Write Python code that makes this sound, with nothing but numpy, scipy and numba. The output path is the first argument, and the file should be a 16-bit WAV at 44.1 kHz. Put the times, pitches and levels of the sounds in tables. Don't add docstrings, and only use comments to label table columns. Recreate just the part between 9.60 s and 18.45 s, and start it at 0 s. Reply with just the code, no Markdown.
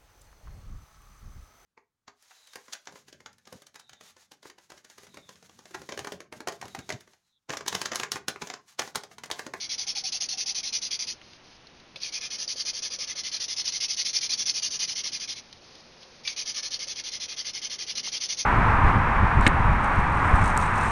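import sys
import numpy as np
from scipy import signal
from scipy.fft import rfft, irfft
from scipy.io import wavfile
from numba import njit

SR = 44100
rng = np.random.default_rng(int(sys.argv[2]) if len(sys.argv) > 2 else 0)


def unload_wav(signal):
    wavfile.write(
        sys.argv[1],
        SR,
        np.round(np.clip(np.atleast_2d(signal).T, -1, 1) * 32767).astype(np.int16),
    )


N = 390285
T = np.arange(N) / SR


# (pitch [Hz], width [Hz], level [dB])
BOARD_NOTES = [(530, 120, -13), (1250, 110, -11.5), (1750, 110, -4)]
# (frequency [Hz], level [dB])
RASP_TONE = [(1500, -35), (2800, -20), (3700, -13), (4400, 0), (5300, 3), (5950, 6.5), (6500, 1),
             (13000, -11)]
# (frequency [Hz], level [dB])
BODY_TONE = [(100, -14), (400, -16), (900, -9), (1450, -19), (2000, 0), (2600, -0.5), (3400, 4), (4300, 0),
             (6000, -22.5)]
def spindle(rasp_db=-1, body_db=-2.5, grit_db=-14, chatter_hz=240, chatter_db=1.4):
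    strength, detune = hand_strokes()
    body_share_db, ring_hz, singing_db, board_db = grip()
    low_hz = ring_hz * np.exp(detune * undb(-singing_db))
    middle_hz = 3304 * (1 + 0.042 * wander(3.8))
    high_hz = 4660 * (1 + 0.027 * wander(3.8))
    notes = [(low_hz, 90, 0), (middle_hz, 170, 2), (high_hz, 150, -1)]
    low, middle, high = [(hz * (1 + 0.037 * wander(25)), width, db) for hz, width, db in notes]
    wobble = np.sin(2 * np.pi * np.cumsum(chatter_hz * (1 + .4 * wander(40))) / SR)
    contact = strength * undb(chatter_db * wobble + wander(130) + 0.65 * wander(45))
    fine = slips(per_s=18000, spread_db=2.0)
    rasp = unit(colour(fine + ring(fine, [high]), RASP_TONE))
    high_squeaks = squeaks(slips(per_s=9000, spread_db=3.0), low_hz=4264, high_hz=6080, count=7)
    rasp = unit(rasp + undb(-1.5) * high_squeaks)
    coarse = slips(per_s=9000, spread_db=0.5)
    singing = undb(singing_db) * ring(coarse, [low])
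    board = ring(coarse * undb(board_db + 2.5 * wander(12)), BOARD_NOTES)
    body = unit(colour(coarse + singing + ring(coarse, [middle]), BODY_TONE) + board)
    low_squeaks = squeaks(slips(per_s=5000, spread_db=2), low_hz=2138, high_hz=3538, count=5)
    body = unit(body + undb(-4) * low_squeaks)
    body *= undb(body_db + body_share_db + 0.73 * wander(20))
    return contact * (undb(rasp_db) * rasp + body) + strength * undb(grit_db) * grit()


# (start time [s], level [dB])
STROKE_RUNS = [
    [(0.0, -35), (0.091, -31.0), (0.178, -32), (0.266, -31.5), (0.35, -32), (0.437, -32.0), (0.52, -30.5),
     (0.603, -30.5), (0.686, -30.5), (0.772, -29), (0.858, -29.0), (0.945, -30.5), (1.029, -31),
     (1.124, -28.5), (1.213, -31.5), (1.306, -31), (1.389, -31.0), (1.468, -31.5)],
    [(2.415, -34), (2.52, -32.5), (2.607, -34.5), (2.701, -31), (2.779, -31.5), (2.874, -30), (2.956, -30),
     (3.049, -29.0), (3.13, -32), (3.22, -29.5), (3.3, -33), (3.385, -31), (3.47, -33.5), (3.552, -32),
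     (3.633, -31), (3.713, -30.5), (3.796, -30.0), (3.879, -29.5), (3.961, -29), (4.04, -27.5),
     (4.119, -28.5), (4.201, -27), (4.281, -27.5), (4.365, -25), (4.446, -26.5), (4.529, -26), (4.607, -27),
     (4.691, -26.0), (4.773, -28), (4.855, -25.5), (4.936, -28), (5.02, -25.5), (5.103, -29), (5.19, -26),
     (5.273, -28.5), (5.353, -29), (5.433, -32), (5.517, -30), (5.596, -33.5), (5.675, -33), (5.754, -38.5)],
    [(6.648, -35), (6.76, -31.5), (6.853, -30), (6.941, -31), (7.025, -31), (7.105, -32.0), (7.189, -33.5),
     (7.269, -33.5), (7.354, -34.5), (7.435, -32), (7.514, -35.0), (7.597, -33), (7.679, -35),
     (7.762, -33.5), (7.844, -34.5), (7.931, -34), (8.015, -33), (8.095, -34), (8.183, -33.5),
     (8.264, -33.5), (8.349, -32), (8.429, -31), (8.516, -30.5), (8.601, -29.5), (8.684, -29), (8.767, -29)],
]
# (how far along [0 to 1], level [dB])
ONE_STROKE = [(0, -20), (.04, -4), (.12, -2), (.28, 1), (.48, 2), (.63, 0.4), (.76, -4), (.86, -14),
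              (.98, -20.5)]
# (time the hands let go [s], swell over a stroke [dB], added on a push, taken off a pull [dB])
RUNS = [(1.552, -9, -1), (5.815, 0, 0.5), (8.85, 0, 0.5)]
def hand_strokes(lag_s=0.0011, swell_spread_db=2.0, pitch_spread=0.08):
    strength, detune = np.zeros(N), np.zeros(N)
    share, shape_db = np.transpose(ONE_STROKE)
    for strokes, (let_go, swell_db, push_db) in zip(STROKE_RUNS, RUNS):
        ends = [s for s, db in strokes[1:]] + [let_go]
        chance = rng.standard_normal((len(strokes), 2))
        for k, ((start, db), end) in enumerate(zip(strokes, ends)):
            now = slice(max(int(start * SR), 0), int(end * SR))
            progress = (T[now] - start) / (end - start)
            swell = swell_db + (push_db if k % 2 else -push_db) + swell_spread_db * chance[k, 0]
            strength[now] = undb(db + np.interp(progress, share, shape_db) + swell * (progress - .5))
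            detune[now] = pitch_spread * chance[k, 1]
    follow = 1 - np.exp(-1 / (lag_s * SR))
    return signal.filtfilt([follow], [1, follow - 1], strength), detune


# (time [s], body level [dB], stick's lowest note [Hz], that note's level [dB], board level [dB])
GRIP_TONE = [(0, -7, 2220, 7, -2), (.7, -10.5, 2630, 8.5, -8), (1.5, -9, 2310, 9.5, -2),
             (2.42, -7, 2340, 13, 7), (2.66, -5.5, 2350, 18, 9.5), (2.85, -11, 2500, -10, 9),
             (3.55, -7, 2100, 12.5, 8.5), (4.0, -7.5, 2260, -4, -2), (4.7, -9, 2150, 4, -2.5),
             (5.1, -9.5, 2660, 4, 5), (5.8, -3, 2300, 2, -1), (6.65, -5.5, 2220, 24.5, -1),
             (6.95, -8, 2420, -2, 11), (7.5, -4, 2010, 4, 4), (8.2, -3, 2120, 3, 5), (8.8, -7, 2540, -2, 2)]
def grip():
    times, *columns = np.transpose(GRIP_TONE)
    return [np.interp(T, times, column) for column in columns]


def squeaks(x, low_hz, high_hz, count, width_hz=85.0, trade_db=5, drift=0.013, grip_drift=0.018):
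    pitches = np.linspace(low_hz, high_hz, count)
    shares = np.array([undb(trade_db * wander(28)) for _ in pitches])
    shares /= np.linalg.norm(shares, axis=0)
    bend = 1 + grip_drift * wander(3)
    return unit(sum(band_pass(x * share, hz * bend * (1 + drift * wander(14)), width_hz)
                    for hz, share in zip(pitches, shares)))


def grit():
    cracks = slips(per_s=70, spread_db=3)
    return unit(ring(cracks, [(2730, 250, -13), (4860, 190, 4), (5860, 1100, 3)]))


# (time [s], level [dB], fade time [s])
SNAGS = [(.119, -22, .006), (.381, -12.5, 0.0023), (.896, -20, .002), (2.433, -19, 0.0031),
         (2.878, -18, 0.0025), (3.098, -17, 0.0023), (4.077, -12, .004), (4.566, -13, .003),
         (4.728, -13, 0.0055), (4.895, -8.5, 0.0035), (6.674, -20.5, 0.012), (6.8, -21, .002),
         (7.14, -21, 0.012), (7.8, -20, .006), (7.537, -16, 0.0018), (8.4, -19, 0.0017), (8.611, -24, .005)]
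def snags(gain_db=-6):
    stick_notes = [(2270, 68, -25), (3400, 700, -23), (4653, 220, 18), (5900, 630, -23)]
    return undb(gain_db) * ring(bursts(SNAGS), stick_notes)


# (time [s], level [dB])
TUG_LEVELS = [(0, -68), (2.5, -46), (2.85, -31), (3.35, -31), (3.7, -40), (6.6, -57), (7.3, -35),
              (7.8, -60)]
def rocking(hz=535, width_hz=70, fade_s=0.0089, gain_db=8):
    starts = [s for strokes in STROKE_RUNS for s, _ in strokes]
    tugs = [(s, curve(TUG_LEVELS, s), fade_s) for s in starts]
    return ring(bursts(tugs), [(hz, width_hz, gain_db)])


# (time of its middle [s], level [dB])
TIP_HOOTS = [(.2, -51), (.275, -50), (.373, -43.5), (.449, -42), (.547, -48), (.621, -51), (.745, -46),
             (.787, -49), (.86, -51), (.917, -49), (.99, -52), (1.05, -55)]
def hoots(hz=775, length_s=.052, glide=-0.063, waver=0.043, rough_db=0.5):
    out = np.zeros(N)
    unsteady = 1 + waver * wander(230)
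    for s, db in TIP_HOOTS:
        now = np.abs(T - s) < length_s / 2
        offset = (T[now] - s) / length_s
        cycles = np.cumsum(hz * unsteady[now] * (1 + glide * offset)) / SR
        out[now] += undb(db) * np.cos(np.pi * offset) ** 2 * np.sin(2 * np.pi * cycles)
    return out * undb(rough_db * wander(180))


# (start time [s], length [s], level [dB])
PALM_SLIDES = [(1.52, .07, -57), (1.62, .16, -54.5), (1.83, 0.15, -55.5), (2.13, 0.076, -62),
               (2.355, 0.044, -46), (2.399, 0.064, -38.5), (5.78, 0.22, -56), (6.004, 0.21, -52.5),
               (6.192, 0.25, -56), (6.403, .23, -54.5), (6.633, 0.032, -41.5)]
# (frequency [Hz], level [dB])
SKIN_TONE = [(500, -38), (1500, -17), (2500, -8), (4700, 2.5), (6400, -2), (7200, -9), (10000, -14),
             (13000, -11)]
# (pitch [Hz], width [Hz], level [dB])
LOOSE_NOTES = [(2470, 160, 4), (4340, 160, -6), (4920, 200, -5)]
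def palm_slides(gain_db=-1, fade_s=0.021):
    loudness = sum(undb(db) * np.clip(np.minimum(T - s, s + length - T) / fade_s, 0, 1) ** .5
                   for s, length, db in PALM_SLIDES)
    rub = slips(per_s=16000, spread_db=2.5)
    skin = unit(colour(rub + ring(rub, LOOSE_NOTES), SKIN_TONE))
    return undb(gain_db) * loudness * skin


# (time [s], level [dB], pitch [Hz])
SOCKET_TICKS = [(1.615, -32, 2600), (1.734, -33.5, 3040), (2.07, -33.5, 4000), (2.1994, -36.5, 4030),
                (5.9273, -25, 4070), (6.1534, -29.5, 4200), (6.4297, -29, 3700), (8.474, -23, 950)]
def ticks(fade_s=0.0041, width_hz=1200):
    return sum(ring(bursts([(s, db, fade_s)]), [(hz, width_hz, 0)]) for s, db, hz in SOCKET_TICKS)


# (time [s], level [dB], fade time [s], extra level for the stick's rattle [dB])
TIP_KNOCKS = [(2.359, -22, 0.0061, -6), (6.676, -38.5, 0.011, 17)]
# (pitch [Hz], width [Hz], level [dB])
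THUD_NOTES = [(540, 110, 3.5), (830, 150, -36), (1160, 220, -23)]
# (pitch [Hz], width [Hz], level [dB])
RATTLE_NOTES = [(1900, 210, -29), (2600, 410, 2), (3470, 420, 5.5), (3960, 350, -2.5), (5450, 540, -18)]
def knocks(gain_db=3):
    board = bursts([(s, db, fade_s) for s, db, fade_s, _ in TIP_KNOCKS])
    stick = bursts([(s, db + rattle_db, fade_s) for s, db, fade_s, rattle_db in TIP_KNOCKS])
    return undb(gain_db) * (ring(board, THUD_NOTES) + ring(stick, RATTLE_NOTES))


def echo(x, echo_db=-21, die_away_s=0.053, delay_s=.003):
    t = T[:SR // 3]
    tail = rng.standard_normal(len(t)) * undb(-60 * t / die_away_s) * (t > delay_s)
    return x + undb(echo_db) * signal.fftconvolve(x, tail / np.linalg.norm(tail))[:N]


# (time [s], level [dB])
RUSTLE_LEVELS = [(0, -68.5), (4.2, -69), (4.8, -61), (5.3, -58.5), (5.9, -66), (7.9, -80), (8.4, -58),
                 (8.85, -71)]
def rustle(hz=190, width_hz=130, flutter_db=2):
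    return noise_band(hz, width_hz) * undb(curve(RUSTLE_LEVELS, T) + flutter_db * wander(15))


# (time [s], level [dB])
HUM_LEVELS = [(5.7, -79), (6.1, -60), (6.5, -58.5), (6.9, -65), (7.5, -65)]
def hum(hz=500, width_hz=110):
    return noise_band(hz, width_hz) * undb(curve(HUM_LEVELS, T))


# (frequency [Hz], level [dB])
AIR_TONE = [(20, 1), (60, 2), (140, 1.5), (300, 0.5), (520, -2), (900, -4), (1600, -7), (3000, -7.5),
            (6000, -13), (13000, -31)]
def air(level_db=-53):
    return unit(colour(rng.standard_normal(N), AIR_TONE)) * undb(level_db)


def undb(db):
    return 10 ** (np.asarray(db) / 20)


def unit(x):
    return x / np.sqrt(np.mean(x ** 2))


def curve(points, time):
    return np.interp(time, *np.transpose(points))


def colour(x, points, size=4096):
    hz, db = np.transpose(points)
    grid = np.maximum(np.fft.rfftfreq(size, 1 / SR), 1)
    gains = undb(np.interp(np.log(grid), np.log(hz), db))
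    cepstrum = irfft(np.log(gains))
    cepstrum[1:size // 2] *= 2
    cepstrum[size // 2 + 1:] = 0
    return signal.fftconvolve(x, irfft(np.exp(rfft(cepstrum))))[:len(x)]


@njit
def band_pass(x, hz, width):
    y, band, low = np.empty(len(x)), 0., 0.
    for i in range(len(x)):
        tuning, damping = np.tan(np.pi * hz[i] / SR), width / hz[i]
        swing = (band + tuning * (x[i] - low)) / (1 + tuning * (tuning + damping))
        band = 2 * swing - band
        low += 2 * tuning * swing
        y[i] = damping * swing
    return y


def ring(x, notes):
    return sum(undb(db) * band_pass(x, hz * np.ones(len(x)), float(width)) for hz, width, db in notes)


def noise_band(hz, width_hz):
    return unit(ring(rng.standard_normal(N), [(hz, width_hz, 0)]))


def wander(per_s):
    return unit(np.interp(T * per_s, np.arange(N), rng.standard_normal(N)))


def bursts(rows):
    loudness = np.zeros(N)
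    for s, db, fade_s in rows:
        start = int(s * SR)
        tail = T[:min(SR // 8, N - start)]
        loudness[start:start + len(tail)] += undb(db) * np.exp(-tail / fade_s)
    return loudness * rng.standard_normal(N)


def slips(per_s, spread_db):
    happens = rng.random(N) < per_s / SR
    return unit(happens * rng.choice([-1, 1], N) * undb(spread_db * rng.standard_normal(N)))


def scene():
    drill = spindle() + snags() + rocking() + hoots() + palm_slides() + ticks() + knocks()
    return (echo(drill) + rustle() + hum() + air())[None]


# (frequency [Hz], level [dB])
MIC_TONE = [(20, -4), (6200, -0.5), (6600, -5.5), (7100, -18.5), (7700, -43), (8300, -44.5), (9000, -21.5),
            (9750, -6.5), (10400, -10), (11400, -18.5), (12600, -35)]
def record(dry, top_hz=12950):
    heard = np.array([colour(channel, MIC_TONE) for channel in dry])
    return signal.sosfilt(signal.ellip(8, .2, 70, top_hz, fs=SR, output="sos"), heard)


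dry = scene()
out = record(dry)
unload_wav(out)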